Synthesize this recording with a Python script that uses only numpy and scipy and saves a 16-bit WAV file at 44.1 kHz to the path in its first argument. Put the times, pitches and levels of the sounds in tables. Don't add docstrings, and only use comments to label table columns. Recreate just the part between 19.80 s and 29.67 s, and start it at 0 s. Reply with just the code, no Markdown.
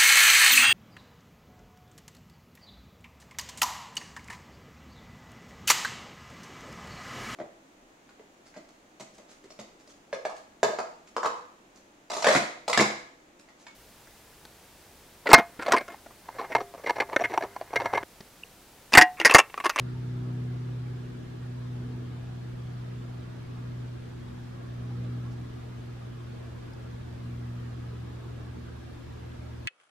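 import sys
import numpy as np
from scipy import signal
from scipy.fft import rfft, irfft, next_fast_len
from scipy.io import wavfile
from scipy.ndimage import uniform_filter1d

SR = 44100
rng = np.random.default_rng(int(sys.argv[2]) if len(sys.argv) > 2 else 0)


def wav_out(sig):
    wavfile.write(sys.argv[1], SR, np.round(np.clip(np.atleast_2d(sig).T, -1, 1) * 32767).astype(np.int16))


N = 435266
TIME_S = np.arange(N) / SR
OPPOSED = np.array([[1], [-1]])

# shaft_order, level_re_rasp_db
RASP_LINES = [(5, -1.5), (6, 0.5), (7, -7.5), (8, -28)]
# freq_hz, density_re_roar_db_per_hz
EXHAUST_SPECTRUM = [(120, -35), (220, -23), (300, -11), (380, -22), (470, -18.5), (540, -31.5),
                    (1300, -39.5), (2500, -60)]
# centre_s, half_width_s, firing_rise_db, third_order_rise_db,
# fourth_order_rise_db, rasp_rise_db, roar_rise_db
ENGINE_SWELLS = [(.08, 0.25, 6.5, 5.5, 6.5, 15.5, 1), (.53, 0.27, 9.5, 7, 11.5, 19, 3.5),
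                 (1.02, 0.27, 7.5, -1, 5.5, 10.5, 4.5), (1.33, 0.2, 0, 3.5, 6, 12, 3),
                 (1.76, 0.26, 5.5, 2.5, 7, 9.5, 1), (2.15, 0.25, 5.5, 5, 10.5, 17, 9.5),
                 (2.7, 0.3, 5, 3, 2.5, 3, -2), (3.23, 0.3, 6, 5.5, 5, 3, 0), (3.95, 0.27, 7, 5, 5.5, 2, 1),
                 (4.52, 0.24, 2.5, 4, 9, 8, -7), (4.88, 0.17, 1, 0, 0, -8, -6),
                 (5.28, 0.39, 10, 10, 12.5, 7.5, 8), (5.92, 0.23, 2, -2, 7, -2, 2),
                 (6.48, 0.4, 4, -3, 4, -7, -3.5), (7.13, 0.15, 4, 6.5, 3, 0, 0),
                 (7.68, 0.39, 8, 9.5, 12.5, 2, 3.5), (8.18, 0.2, 4, 6, -3, 4, 2.5),
                 (8.6, 0.34, 4.5, 1, 1, 4, 7), (8.85, 0.155, -2, 2, 8, 5, -1.5),
                 (9.66, 0.26, 2.5, 1, 6, -4, -3)]
# time_s, level_db
DEEP_MOTOR_LEVEL = [(0, -68), (2, -56), (3.9, -60), (5.5, -50), (6.4, -56), (7.15, -50), (7.9, -50),
                    (8.6, -47), (9.1, -49.5), (9.87, -48)]
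# freq_hz, level_db
MACHINE_LINES = [(59.9, -62), (90, -64), (143.8, -63), (269.6, -68), (348.6, -62), (449.3, -74), (638, -76)]
# freq_hz, width_hz, level_db (mean of left and right)
CASING_RINGS = [(1145, 18, -75), (1254, 130, -72), (1416, 26, -76.5), (1649, 39, -71), (1682, 72, -74.5)]
# freq_hz, density_db_per_hz
AIR_COMMON_SPECTRUM = [(15, -83), (42, -75), (62, -69), (105, -72), (200, -75.5), (400, -81.5),
                       (540, -86.5), (750, -89.5), (1100, -91.5), (1700, -93.5), (2200, -96), (2800, -97.5),
                       (3400, -97.5), (4000, -100.3), (5000, -103.5), (10000, -113.5), (13000, -118)]
# freq_hz, density_db_per_hz
AIR_OPPOSED_SPECTRUM = [(15, -108), (40, -99), (105, -81), (240, -76), (450, -78), (530, -83),
                        (1000, -89.5), (1600, -94), (2300, -97.5), (4000, -100), (5000, -103.5),
                        (10000, -113), (13000, -116)]
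# time_s, level_db
WASH_LEVEL = [(.3, -62), (2.5, -63.5), (3.3, -60), (4.45, -62.5), (5.3, -59), (6.05, -63.5), (6.65, -59),
              (7.5, -63.5), (8.15, -60), (8.95, -60.5), (9.6, -61.5)]
# freq_hz, density_db_per_hz
WASH_SPECTRUM = [(400, -101), (650, -94), (1250, -91), (1800, -99), (3000, -110)]
# freq_hz, depth_db
FLICKER_DEPTH = [(300, 1), (650, 2.6), (1400, 2.4), (2600, 1.7)]
# centre_s, pitch_hz, peak_level_db, half_width_s
NOISE_BURSTS = [(.16, 900, -61, 0.037), (.48, 680, -63, .05), (.73, 750, -65, .04), (1.05, 825, -69, 0.054),
                (2.42, 700, -62, 0.062), (4.95, 576, -63, 0.059), (5.36, 1324, -65, .1),
                (6.22, 726, -77, .04), (7.32, 694, -64, 0.046), (8.12, 1230, -65, 0.11),
                (8.63, 690, -67, 0.044), (9.08, 740, -63, .04), (9.65, 614, -57, 0.041)]
# centre_s, pitch_hz, pitch_swing_hz, peak_level_db, half_length_s,
# roughness_0_to_1
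CHIP_EVENTS = [(5.527, 5400, 100, -64.5, .009, .92), (6.9357, 4950, 350, -57.5, .0026, .25)]

SHAFT_START_HZ, SHAFT_SAG_HZ_PER_S = 61.74, .24
FIRING_START_DB, FIRING_DB_PER_S = -42, -0.41
THIRD_START_DB, THIRD_DB_PER_S = -56.5, -0.49
FOURTH_START_DB, FOURTH_DB_PER_S = -55, -0.66
ROAR_DB, RASP_DB = -69, -73
OCTAVE_LAG_RAD = .9
SWELL_FLATNESS = 2.73
DEEP_HZ, HIGHER_HZ = 76.65, 157.6
HIGHER_START_DB, HIGHER_DB_PER_S = -52.5, -2.3
MOTOR_SWELL_SHARE = 0.49
WASH_TRIM_DB = -0.05
RUFFLE_DB, RUFFLE_STEPS_PER_S = 2.5, 9
BURST_BAND_HZ = 38
WHINE_HZ, WHINE_CARRIER_DB, WHINE_PULSE_HZ = 13007, -87.5, 30
TOP_HZ = 14500


def undb(db):
    return 10 ** (np.asarray(db) / 20)


def level_curve(table):
    time_s, level_db = np.transpose(table)
    return np.interp(TIME_S, time_s, level_db)


def trend(start_db, db_per_s):
    return start_db + db_per_s * TIME_S


def walk(steps_per_s):
    step = int(SR / steps_per_s)
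    held = np.repeat(rng.standard_normal(N // step + 2), step)
    smooth = uniform_filter1d(uniform_filter1d(held, step), step)
    return 1.3 * smooth[:N]


def noise(spectrum):
    hz, density_db = np.transpose(spectrum)
    size = next_fast_len(N, True)
    octave = np.log2(np.maximum(np.fft.rfftfreq(size, 1 / SR), 1))
    shape_db = np.interp(octave, np.log2(hz), density_db)
    shape_db -= 60 * np.maximum(octave - np.log2(hz[-1]), 0)
    white = rfft(rng.standard_normal(size))
    return irfft(white * undb(shape_db) * np.sqrt(SR / 2), size)[:N]


def resonance(hz, width_hz):
    ring = signal.lfilter(*signal.iirpeak(hz, hz / width_hz, fs=SR), rng.standard_normal(N))
    return ring / ring.std()


def tone(hz, waver):
    phase = 2 * np.pi * (np.cumsum(hz * np.ones(N)) / SR + rng.random())
    level = np.sqrt(2) * np.exp(waver * walk(7))
    return level * np.sin(phase + waver * walk(5.1))


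def bell(centre_s, half_width_s):
    return np.exp(-.5 * ((TIME_S - centre_s) / half_width_s) ** 2)


def band_pass(x, edges_hz):
    return signal.sosfilt(signal.butter(2, edges_hz, "band", fs=SR, output="sos"), x)


def from_right(x, lag_samples):
    left = np.interp(TIME_S - lag_samples / SR, TIME_S, x)
    return np.array([left, x])


def swells():
    total_db = 0
    for centre_s, half_width_s, *rises_db in ENGINE_SWELLS:
        shape = np.exp(-np.abs((TIME_S - centre_s) / half_width_s) ** SWELL_FLATNESS)
        total_db = total_db + np.array(rises_db)[:, None] * shape
    return total_db


def engine(firing_rise_db, third_rise_db, fourth_rise_db, rasp_rise_db, roar_rise_db):
    shaft_hz = SHAFT_START_HZ - SHAFT_SAG_HZ_PER_S * TIME_S
    firing_db = trend(FIRING_START_DB, FIRING_DB_PER_S) + firing_rise_db
    third_db = trend(THIRD_START_DB, THIRD_DB_PER_S) + third_rise_db
    fourth_db = trend(FOURTH_START_DB, FOURTH_DB_PER_S) + fourth_rise_db

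    firing_phase = 2 * np.pi * (np.cumsum(2 * shaft_hz) / SR + rng.random()) + 0.044 * walk(7.0)
    drone = np.sqrt(2) * undb(firing_db + 0.48 * walk(8)) * np.cos(firing_phase)
    octave_phase = 2 * firing_phase - OCTAVE_LAG_RAD + 0.24 * walk(2.55)
    drone += np.sqrt(2) * undb(fourth_db + 0.48 * walk(9.6)) * np.cos(octave_phase)
    drone += undb(third_db) * tone(3 * shaft_hz, waver=.1)
    rasp = sum(undb(db) * tone(order * shaft_hz, waver=0.19) for order, db in RASP_LINES)
    drone += undb(RASP_DB + rasp_rise_db) * rasp

    roar = noise(EXHAUST_SPECTRUM) + undb(-9) * OPPOSED * noise(EXHAUST_SPECTRUM)
    return from_right(drone, lag_samples=1.3) + undb(ROAR_DB + roar_rise_db) * roar


def motors(firing_rise_db):
    deep = undb(level_curve(DEEP_MOTOR_LEVEL)) * tone(DEEP_HZ, waver=0.049)
    higher_db = trend(HIGHER_START_DB, HIGHER_DB_PER_S) + MOTOR_SWELL_SHARE * firing_rise_db
    return deep + undb(higher_db) * tone(HIGHER_HZ, waver=0.09)


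def machine():
    hum = sum(undb(db) * tone(hz, waver=0.079) for hz, db in MACHINE_LINES)
    casing = sum(undb(db) * resonance(hz, width_hz) for hz, width_hz, db in CASING_RINGS)
    return hum + casing * undb(-1.5 * OPPOSED)


def air():
    return noise(AIR_COMMON_SPECTRUM) + OPPOSED * noise(AIR_OPPOSED_SPECTRUM)


def traffic(band_count=16):
    tyres = np.array([noise(WASH_SPECTRUM) for _ in range(2)])
    edges_hz = np.geomspace(WASH_SPECTRUM[0][0], WASH_SPECTRUM[-1][0], band_count + 1)
    sides = 0
    for band_hz in zip(edges_hz, edges_hz[1:]):
        shifted = np.roll(tyres, rng.integers(N), axis=1)
        sides = sides + band_pass(shifted, band_hz) * undb(RUFFLE_DB * walk(RUFFLE_STEPS_PER_S))
    level_db = WASH_TRIM_DB + level_curve(WASH_LEVEL) - .9 * OPPOSED
    return sides / sides.std() * undb(level_db)


def flicker(x, size=1024):
    hz, _, bands = signal.stft(x, fs=SR, nperseg=size)
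    chance = rng.standard_normal(bands.shape[1:])
    chance = uniform_filter1d(chance, size=3, axis=0)
    chance = uniform_filter1d(chance, size=4, axis=1)
    depth_db = np.interp(hz, *np.transpose(FLICKER_DEPTH))[:, None]
    gain = undb(depth_db * chance / chance.std())
    gain /= np.sqrt(np.mean(gain ** 2, axis=1, keepdims=True))
    return signal.istft(bands * gain, nperseg=size)[1][:, :N]


def electronic_whine():
    pulse = 1 + .8 * np.cos(2 * np.pi * WHINE_PULSE_HZ * TIME_S)
    return undb(WHINE_CARRIER_DB) * pulse * tone(WHINE_HZ, waver=.05)


def noise_bursts():
    out = np.zeros(N)
    for centre_s, hz, db, half_width_s in NOISE_BURSTS:
        out += undb(db) * bell(centre_s, half_width_s) * resonance(hz, BURST_BAND_HZ)
    return out


def chips(width_hz=800):
    out = np.zeros(N)
    for centre_s, hz, swing_hz, db, half_length_s, roughness in CHIP_EVENTS:
        pitch_hz = hz + swing_hz * np.tanh((TIME_S - centre_s) / half_length_s)
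        whistle = np.sqrt(2) * np.sin(2 * np.pi * np.cumsum(pitch_hz) / SR)
        share = np.clip(roughness, 0, 1)
        mix = np.sqrt(1 - share) * whistle + np.sqrt(share) * resonance(hz, width_hz)
        out += undb(db) * bell(centre_s, half_length_s) * mix
    return out


def scene():
    rises_db = swells()
    sources = engine(*rises_db) + motors(rises_db[0]) + machine()
    background = flicker(air() + traffic())
    return sources + background + noise_bursts() + chips()


def record(dry):
    low_pass = signal.ellip(8, .2, 70, TOP_HZ, fs=SR, output="sos")
    return signal.sosfilt(low_pass, dry + electronic_whine())


dry = scene()
out = record(dry)
wav_out(out)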